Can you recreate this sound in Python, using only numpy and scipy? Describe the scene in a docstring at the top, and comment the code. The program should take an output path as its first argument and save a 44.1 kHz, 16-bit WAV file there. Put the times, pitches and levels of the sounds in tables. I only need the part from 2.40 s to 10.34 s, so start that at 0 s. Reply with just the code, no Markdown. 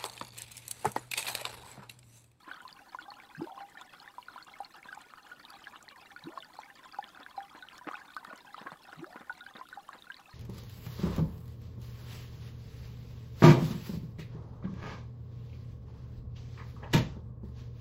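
"""A small creek trickles over stones at night: trapped air bubbles ring as short dying tones over fine babble.
Animals drink from a pool near the microphone: tongues slap the water, with low pushes, splashes and spits.
Three swallows climb in pitch by overlapping steps and end in short bursts; bursting films tick as noise puffs.
Stones and banks return a short dull tail, and night air and microphone hiss lie behind as shaped noise."""
import sys
import numpy as np
from scipy import signal
from scipy.io import wavfile
from scipy.ndimage import uniform_filter1d

SR = 44100
rng = np.random.default_rng(int(sys.argv[2]) if len(sys.argv) > 2 else 0)


def rack_gain(trim_db):
    """Turn a fader trim in dB into the linear factor to multiply a signal by."""
    fader = np.asarray(trim_db, float)
    return 10 ** (fader / 20)


def unload_wav(signal):
    """Save mono or channel-first audio to the path in sys.argv[1] as 16-bit WAV at rate SR, clipped to [-1, 1]."""
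    wavfile.write(
        sys.argv[1],
        SR,
        np.round(np.clip(np.atleast_2d(signal).T, -1, 1) * 32767).astype(np.int16),
    )


N = 350154  # length in samples


def read(points, hz):
    """Straight lines between points on a log-frequency axis."""
    f, value = np.transpose(points)
    return np.interp(np.log(hz + 1), np.log(f + 1), value)


def evened(x):
    """Scales to rms 1."""
    return x / np.sqrt(np.mean(x ** 2) + 1e-20)


def smoothed_twice(x, samples):
    """Two running means, for a smooth random wander at rms 1."""
    return evened(uniform_filter1d(uniform_filter1d(x, samples), samples))


def add(mix, start_s, sound):
    """Mixes a sound in at its start time."""
    part = mix[round(start_s * SR):][:len(sound)]
    part += sound[:len(part)]


def band(x, lo_hz, hi_hz):
    """Band-pass filter."""
    return signal.sosfilt(signal.butter(3, [lo_hz, hi_hz], "band", fs=SR, output="sos"), x)


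def bubble(hz, t60, rise=0.012, pinch_db=-20, onset_s=0.00051):
    """A dying tone that drifts in pitch, by default up as the bubble nears the surface, led by a pinch-off click."""
    t = np.arange(round(t60 * SR) + 64) / SR
    swell = 1 - np.exp(-t / onset_s)
    fade = rack_gain(-60 * t / t60)
    tone = np.sin(2 * np.pi * hz * t * (1 + rise * t / t60)) * fade * swell
    u = t / 0.00005
    click = (1 - u) * np.exp(-u)
    return tone + rack_gain(pinch_db) * click


# the loudest bubbles in the creek, levels before the waver: [start_s, level_db, pitch_hz, t60_s]
LOUD_BUBBLES = [(0.0787, -37, 1034, 0.037), (0.1134, -29, 1516, 0.041), (0.2044, -37, 1436, 0.033),
                (0.2517, -36, 1018, 0.054), (0.279, -28, 4100, 0.0051), (0.3273, -32, 4720, 0.0081),
                (0.547, -25.5, 1007, 0.02), (0.587, -31.5, 1437, 0.059), (0.624, -41, 3360, 0.013),
                (0.6805, -42, 816, 0.23), (0.704, -35.5, 4340, 0.024), (0.718, -28, 1030, 0.0092),
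                (0.8002, -33, 2250, 0.013), (0.9493, -36, 1584, 0.033), (1.008, -34, 866, 0.096),
                (1.072, -37.5, 914, 0.11), (1.177, -35, 1040, 0.044), (1.2065, -36.5, 800, 0.18),
                (1.372, -36.5, 1780, 0.03), (1.412, -34.5, 1014, 0.021), (1.4128, -37.5, 3470, 0.016),
                (1.6006, -31, 4260, 0.0064), (1.6766, -35, 1800, 0.02), (1.782, -30.5, 976, 0.05),
                (1.8274, -38, 2880, 0.014), (1.8837, -35.5, 1427, 0.05), (1.96, -33.5, 985, 0.039),
                (1.9787, -33, 1355, 0.031), (2.0256, -34.5, 4320, 0.014), (2.1374, -41.5, 2155, 0.06),
                (2.2034, -28.5, 800, 0.064), (2.247, -32, 4270, 0.01), (2.4293, -34, 2200, 0.014),
                (2.486, -36, 1600, 0.052), (2.5272, -31.5, 1500, 0.055), (2.574, -36, 850, 0.039),
                (2.737, -27, 1240, 0.0068), (2.915, -37, 1445, 0.076), (3.051, -29.5, 3730, 0.0075),
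                (3.1035, -35, 4630, 0.009), (3.241, -38, 3050, 0.021), (3.27, -31, 1660, 0.026),
                (3.3582, -26.5, 1280, 0.0063), (3.481, -38.5, 1890, 0.028), (3.488, -27, 4130, 0.0046),
                (3.762, -35, 1437, 0.064), (3.839, -33, 3900, 0.011), (3.934, -41, 960, 0.036),
                (3.9748, -27, 1082, 0.039), (4.004, -37, 3540, 0.02), (4.0247, -34, 2980, 0.013),
                (4.046, -37, 4650, 0.0073), (4.189, -27.5, 866, 0.03), (4.234, -37, 2180, 0.016),
                (4.301, -36, 1770, 0.021), (4.456, -41.5, 1030, 0.07), (4.524, -37, 4700, 0.01),
                (4.5455, -26, 1380, 0.0063), (4.5869, -26, 830, 0.056), (4.6262, -36.5, 1740, 0.022),
                (4.6416, -24, 3260, 0.0045), (4.8312, -35, 3460, 0.0078), (4.8633, -28.5, 1580, 0.014),
                (4.9776, -31, 790, 0.16), (5.005, -29.5, 1640, 0.012), (5.2245, -41.5, 1493, 0.071),
                (5.224, -37.5, 3750, 0.012), (5.2864, -28, 3060, 0.0066), (5.412, -39.5, 984, 0.072),
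                (5.512, -27.5, 1135, 0.026), (5.5329, -32, 1240, 0.027), (5.542, -27.5, 1460, 0.03),
                (5.543, -39.5, 838, 0.093), (5.554, -31.5, 2520, 0.015), (5.569, -41.5, 1077, 0.094),
                (5.7655, -23, 1200, 0.018), (5.769, -35, 1516, 0.077), (5.829, -41.5, 920, 0.091),
                (5.8494, -23, 1310, 0.0059), (5.901, -42.5, 1450, 0.082), (5.911, -39.5, 654, 0.04),
                (5.9275, -36, 1110, 0.032), (6.047, -46.5, 980, 0.063), (6.1443, -27.5, 1250, 0.012),
                (6.18, -31, 870, 0.014), (6.2629, -35.5, 1086, 0.099), (6.269, -27, 1620, 0.014),
                (6.288, -43, 1440, 0.044), (6.3186, -20.5, 990, 0.0048), (6.487, -42.5, 807, 0.054),
                (6.5286, -29, 1460, 0.0084), (6.6435, -26, 1340, 0.011), (6.745, -40, 940, 0.032),
                (6.896, -27, 1460, 0.056), (6.903, -31.5, 902, 0.04), (7.007, -36.5, 3730, 0.014),
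                (7.009, -41, 1437, 0.11), (7.064, -35, 1583, 0.043), (7.1672, -34, 3700, 0.012),
                (7.2116, -33, 1028, 0.048), (7.3278, -35.5, 1500, 0.058), (7.373, -36.5, 804, 0.087),
                (7.49, -29.5, 1114, 0.021), (7.531, -27.5, 1660, 0.0073), (7.6223, -36.5, 3670, 0.016),
                (7.669, -41.5, 1446, 0.036), (7.7013, -31, 1587, 0.08), (7.719, -37.5, 3000, .015),
                (7.7435, -31.5, 3940, 0.0076), (7.767, -36, 4500, 0.0091), (7.857, -45, 2600, 0.032)]


def bubbles(waver_db=4.0, steady_s=0.0046):
    """The loudest bubbles, one by one; the moving surface makes each ring waver after a steady start."""
    out = np.zeros(N)
    waver = waver_db * smoothed_twice(rng.standard_normal(N), 180)
    for start_s, level_db, hz, t60 in LOUD_BUBBLES:
        ring = bubble(hz, t60)
        loose = 1 - np.exp(-np.arange(len(ring)) / SR / steady_s)
        surface_db = (waver - waver_db / 2)[round(start_s * SR):][:len(ring)]
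        add(out, start_s, rack_gain(level_db + loose * surface_db) * ring)
    return out


# strength of the small bubbles by size: [pitch_hz, level_db (relative)]
SMALL_BUBBLES = [(250, -12), (500, -18.5), (800, -1.5), (1100, 0), (1500, 1), (2200, -6.5), (3500, -4),
                 (4900, -7.5), (5600, -17), (8000, -15)]
# how busy the small bubbles sound over time: [time_s, level_db (relative)]
BUSY = [(0, 0.5), (2.9, -1.5), (3.6, 0.5), (5.6, -1), (7.94, -1)]
BABBLE_PER_S = 1500  # base rate, before clumps and slaps alter it
BABBLE_DB = -56  # rms before BUSY shapes it


def babble(count=300, churn=1.3, churn_s=0.025):
    """Many small bubbles of all sizes, coming in clumps and crowding round each slap; a few are strong."""
    clumps = evened(uniform_filter1d(rng.standard_normal(N), 1100))
    t = np.arange(N) / SR
    stirred = 1 + churn * sum(np.exp(-((t - s) / churn_s) ** 2) for s, db in TONGUE_SLAPS)
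    born = rng.random(N) < BABBLE_PER_S / SR * np.exp(0.55 * clumps) * stirred
    strength_db = 6.64 * np.minimum(rng.exponential(1, N), 3.1)
    size = born * rack_gain(strength_db) * rng.choice([-1., 1.], N)
    kind = rng.integers(0, count, N)
    calm = rng.random(N) < 1 / stirred  # slaps trap only larger bubbles
    out = np.zeros(N)
    for k, hz in enumerate(np.geomspace(SMALL_BUBBLES[0][0], SMALL_BUBBLES[-1][0], count)):
        # cycles until the ring is 60 dB down
        cycles = 48 * (hz / 1000) ** 0.18 * np.exp(0.52 * rng.standard_normal())
        rise = 0.02 + 0.08 * rng.standard_normal()  # some fall instead
        ring = bubble(hz, cycles / hz, rise=rise, pinch_db=-15, onset_s=0.001)
        ring *= rack_gain(read(SMALL_BUBBLES, hz)) / np.linalg.norm(ring)
        hits = size * (kind == k) * (calm | (hz < 2000))
        out += signal.oaconvolve(hits, ring)[:N]
    return rack_gain(BABBLE_DB + np.interp(t, *np.transpose(BUSY))) * evened(out)


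# tongue slaps on the pool, levels before each layer's own gain: [start_s, level_db]
TONGUE_SLAPS = [(0.076, -43.5), (2.453, -46.5), (4.638, -50.5), (4.795, -46.5), (5.148, -44.5),
                (5.468, -34.5), (5.474, -34), (5.514, -49), (5.878, -47.5), (5.89, -52), (5.931, -43),
                (6.211, -42.5), (6.253, -47), (6.262, -40), (6.321, -43.5), (6.526, -47.5), (6.756, -41.5),
                (6.807, -43.5), (7.151, -43.5), (7.183, -43.5), (7.549, -48.5)]
PUSH_HZ, PUSH_SPREAD = 282, 0.18  # middle pitch of a low push; chance spread as a natural-log ratio


def slaps(splash_db=-4, cycles=8.2, splash_s=0.0066, spit_db=1.5, spits_per_s=350):
    """A low push of a few cycles, a ragged splash above it and a run of blunt spits as the water tears."""
    out, t = np.zeros(N), np.arange(3000) / SR
    draws = rng.standard_normal((3, len(TONGUE_SLAPS), len(t)))
    for (start_s, level_db), noise, ragged, dice in zip(TONGUE_SLAPS, *draws):
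        hz = PUSH_HZ * np.exp(PUSH_SPREAD * ragged[0])
        swell = 1 - np.exp(-t / 0.0018)
        push = np.sin(2 * np.pi * hz * t) * rack_gain(-60 * t * hz / cycles) * swell
        gusts = np.exp(0.7 * evened(uniform_filter1d(ragged, 60)))
        splash = evened(band(noise * gusts, 300, 2000))
        torn = abs(dice) < 1.25 * spits_per_s / SR  # 1.25 turns the rate into a normal-draw limit
        spits = evened(band(-1. * torn * abs(noise), 400, 1800))
        spray = rack_gain(splash_db) * splash + rack_gain(spit_db) * spits
        spray_shape = t / splash_s * np.exp(-t / splash_s)
        add(out, start_s, rack_gain(level_db) * (1.7 * push + spray * spray_shape))
    return out


# the steps that all swallows climb, times from the loudest moment and before the stretch:
# [start_s, length_s, first_hz, last_hz, level_db (relative), lean (under 1 loudest early, over 1 late)]
CLIMB_STEPS = [(-.078, 0.068, 142, 175, -6.5, 1.27), (-.048, 0.043, 247, 285, -8, 0.96),
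               (-.02, 0.064, 295, 412, -1.5, 0.45), (0.025, 0.0284, 560, 643, -12, 1.06)]
SETTLE_S, TAIL_DB_PER_S, TAIL_DB = 0.021, -18, -16  # then the pitch settles and the tail fades


def swallow(at, level_db, stretch, last_hz, tail_s, jitter=0.021, shake_db=4.5, burst_hz=45):
    """An air pocket shrinks in the throat by jumps: unsteady overlapping tones, then a chain of short bursts."""
    last_step = CLIMB_STEPS[-1]
    first = CLIMB_STEPS[0][0] * stretch
    end = (last_step[0] + last_step[1]) * stretch
    t = np.arange(first, end + tail_s, 1 / SR)
    slow, quick, shake = (smoothed_twice(z, 200) for z in rng.standard_normal((3, len(t))))
    unsteady = 1 + jitter * quick
    out = np.zeros(len(t))
    for start_s, length_s, from_hz, to_hz, step_db, lean in CLIMB_STEPS:
        u = np.clip((t / stretch - start_s) / length_s, 0, 1)
        hz = from_hz + (to_hz - from_hz) * u
        phase = 2 * np.pi * np.cumsum(hz * unsteady) / SR
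        out += rack_gain(step_db) * np.sin(np.pi * u ** lean) ** 2 * np.sin(phase)
    late = np.maximum(t - end, 0)
    hz = last_hz + (last_step[3] - last_hz) * np.exp(-late / SETTLE_S)
    tail_tone = np.sin(2 * np.pi * np.cumsum(hz * unsteady) / SR)
    bursts = 1 + 0.82 * np.sin(2 * np.pi * burst_hz * t + 1.56 * slow)
    tail_level = rack_gain(TAIL_DB + TAIL_DB_PER_S * late) * np.minimum(late / 0.002, 1)
    out += tail_level * bursts * tail_tone
    soft_ends = signal.windows.tukey(len(t), 0.08)
    return at + first, np.sqrt(2) * rack_gain(level_db + shake_db * shake) * out * soft_ends


# swallows at the pool, levels before the shake: [loudest_s, level_db, stretch (of the climb), last_hz, tail_s]
DRINKERS = [(1.03, -38.5, 0.94, 806, 0.15), (3.881, -43, 0.69, 663, 0.12), (6.632, -43, 1.02, 733, 0.062)]


def swallows():
    """Every swallow in turn, kept to the band of the throat tones."""
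    out = np.zeros(N)
    for row in DRINKERS:
        add(out, *swallow(*row))
    return band(out, 100, 4000)


# sharp ticks of bursting films: [start_s, level_db (peak), pitch_hz]
FILM_TICKS = [(0.218, -48.5, 8350), (1.2974, -51, 7950), (1.4117, -46, 7100), (2.047, -47.5, 7260),
              (2.1874, -52, 7200), (2.2068, -49.5, 9500), (2.5484, -42, 7060), (2.614, -44.5, 7960),
              (3.1033, -44.5, 11000), (3.4266, -42, 7100), (4.203, -49, 6740), (5.3797, -40, 5860),
              (5.746, -45, 4560), (5.7653, -39.5, 4540), (5.8465, -38, 4330), (5.9588, -48, 7100),
              (5.976, -42.5, 4720), (7.4889, -48, 7700)]


def ticks(spread=1.2, fade_s=0.0027, bright_db=-9, faint_db=-62, count=70):
    """Each tick is a puff of noise round its own pitch with a bright edge above; many faint ones fall at random."""
    out, t = np.zeros(N), np.arange(400) / SR
    when, size, pitch = rng.random((3, count))
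    faint = zip(when * (N / SR - 0.02), faint_db - 3.34 * np.log(1 - size), 4000 * 3.2 ** pitch)
    rows = list(FILM_TICKS) + list(faint)
    for (start_s, level_db, hz), noise in zip(rows, rng.standard_normal((len(rows), len(t)))):
        puff = noise * np.exp(-t / fade_s)
        body = band(puff, hz / spread, min(hz * spread, SR / 2.2))
        edge = band(puff * np.exp(-t / fade_s), hz / 2, 20500)
        snap = body + rack_gain(bright_db) * edge
        add(out, start_s, rack_gain(level_db) * snap / abs(snap).max())
    return out


def banks(x, t60=0.052):
    """Stones and banks scatter the sound back as a short, dull tail of sparse taps."""
    slots = np.arange(150, 8000, 22)
    at = slots + rng.integers(0, 22, len(slots))  # one tap in each slot, in samples
    taps = np.zeros(8100)
    taps[at] = rng.choice([-1., 1.], len(at)) * rack_gain(-60 * at / SR / t60)
    return band(signal.oaconvolve(x, taps / np.linalg.norm(taps))[:N], 142, 4800)


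# colour of the night air and microphone hiss: [pitch_hz, level_db (per Hz, relative)]
HISS_COLOUR = [(20, -5.5), (70, -6.5), (234, -0.5), (500, -9.5), (1000, -14), (2000, -15.5), (3600, -15),
               (5850, -20.5), (9000, -20), (14300, -21.5), (15700, -23), (16000, -57)]
HISS_DB = -66.5  # rms


def hiss(patchy_db=0.8, flicker_db=1.4):
    """Steady noise with faint patches and a flicker shared by all pitches."""
    frames, hz = N // 256 + 5, np.fft.rfftfreq(1024, 1 / SR)
    a, b, patches = rng.standard_normal((3, len(hz), frames))
    patches = evened(uniform_filter1d(uniform_filter1d(patches, 14, 0), 8, 1))
    flicker = evened(uniform_filter1d(rng.standard_normal(frames), 4))
    level_db = read(HISS_COLOUR, hz)[:, None] + patchy_db * patches + flicker_db * flicker
    spectrum = (a + 1j * b) * rack_gain(level_db)
    noise = signal.istft(spectrum, nperseg=1024, noverlap=768)[1][:N]
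    return rack_gain(HISS_DB) * evened(noise)


def scene():
    """Water and drinking animals in their small hollow, close to the microphone, over the hiss."""
    water = bubbles() + babble() + slaps() + ticks()
    near = band(water, 122, 14000)  # small sources radiate little deep bass
    near = near + swallows()
    return (near + rack_gain(-13) * banks(near) + hiss())[None]


def top_cut(x):
    """Nothing passes above the cut-off."""
    return signal.sosfilt(signal.butter(12, 16470, fs=SR, output="sos"), x)


def record(dry):
    """Takes the finished mono mix as the microphone delivers it."""
    return top_cut(dry)


dry = scene()
out = record(dry)
unload_wav(out)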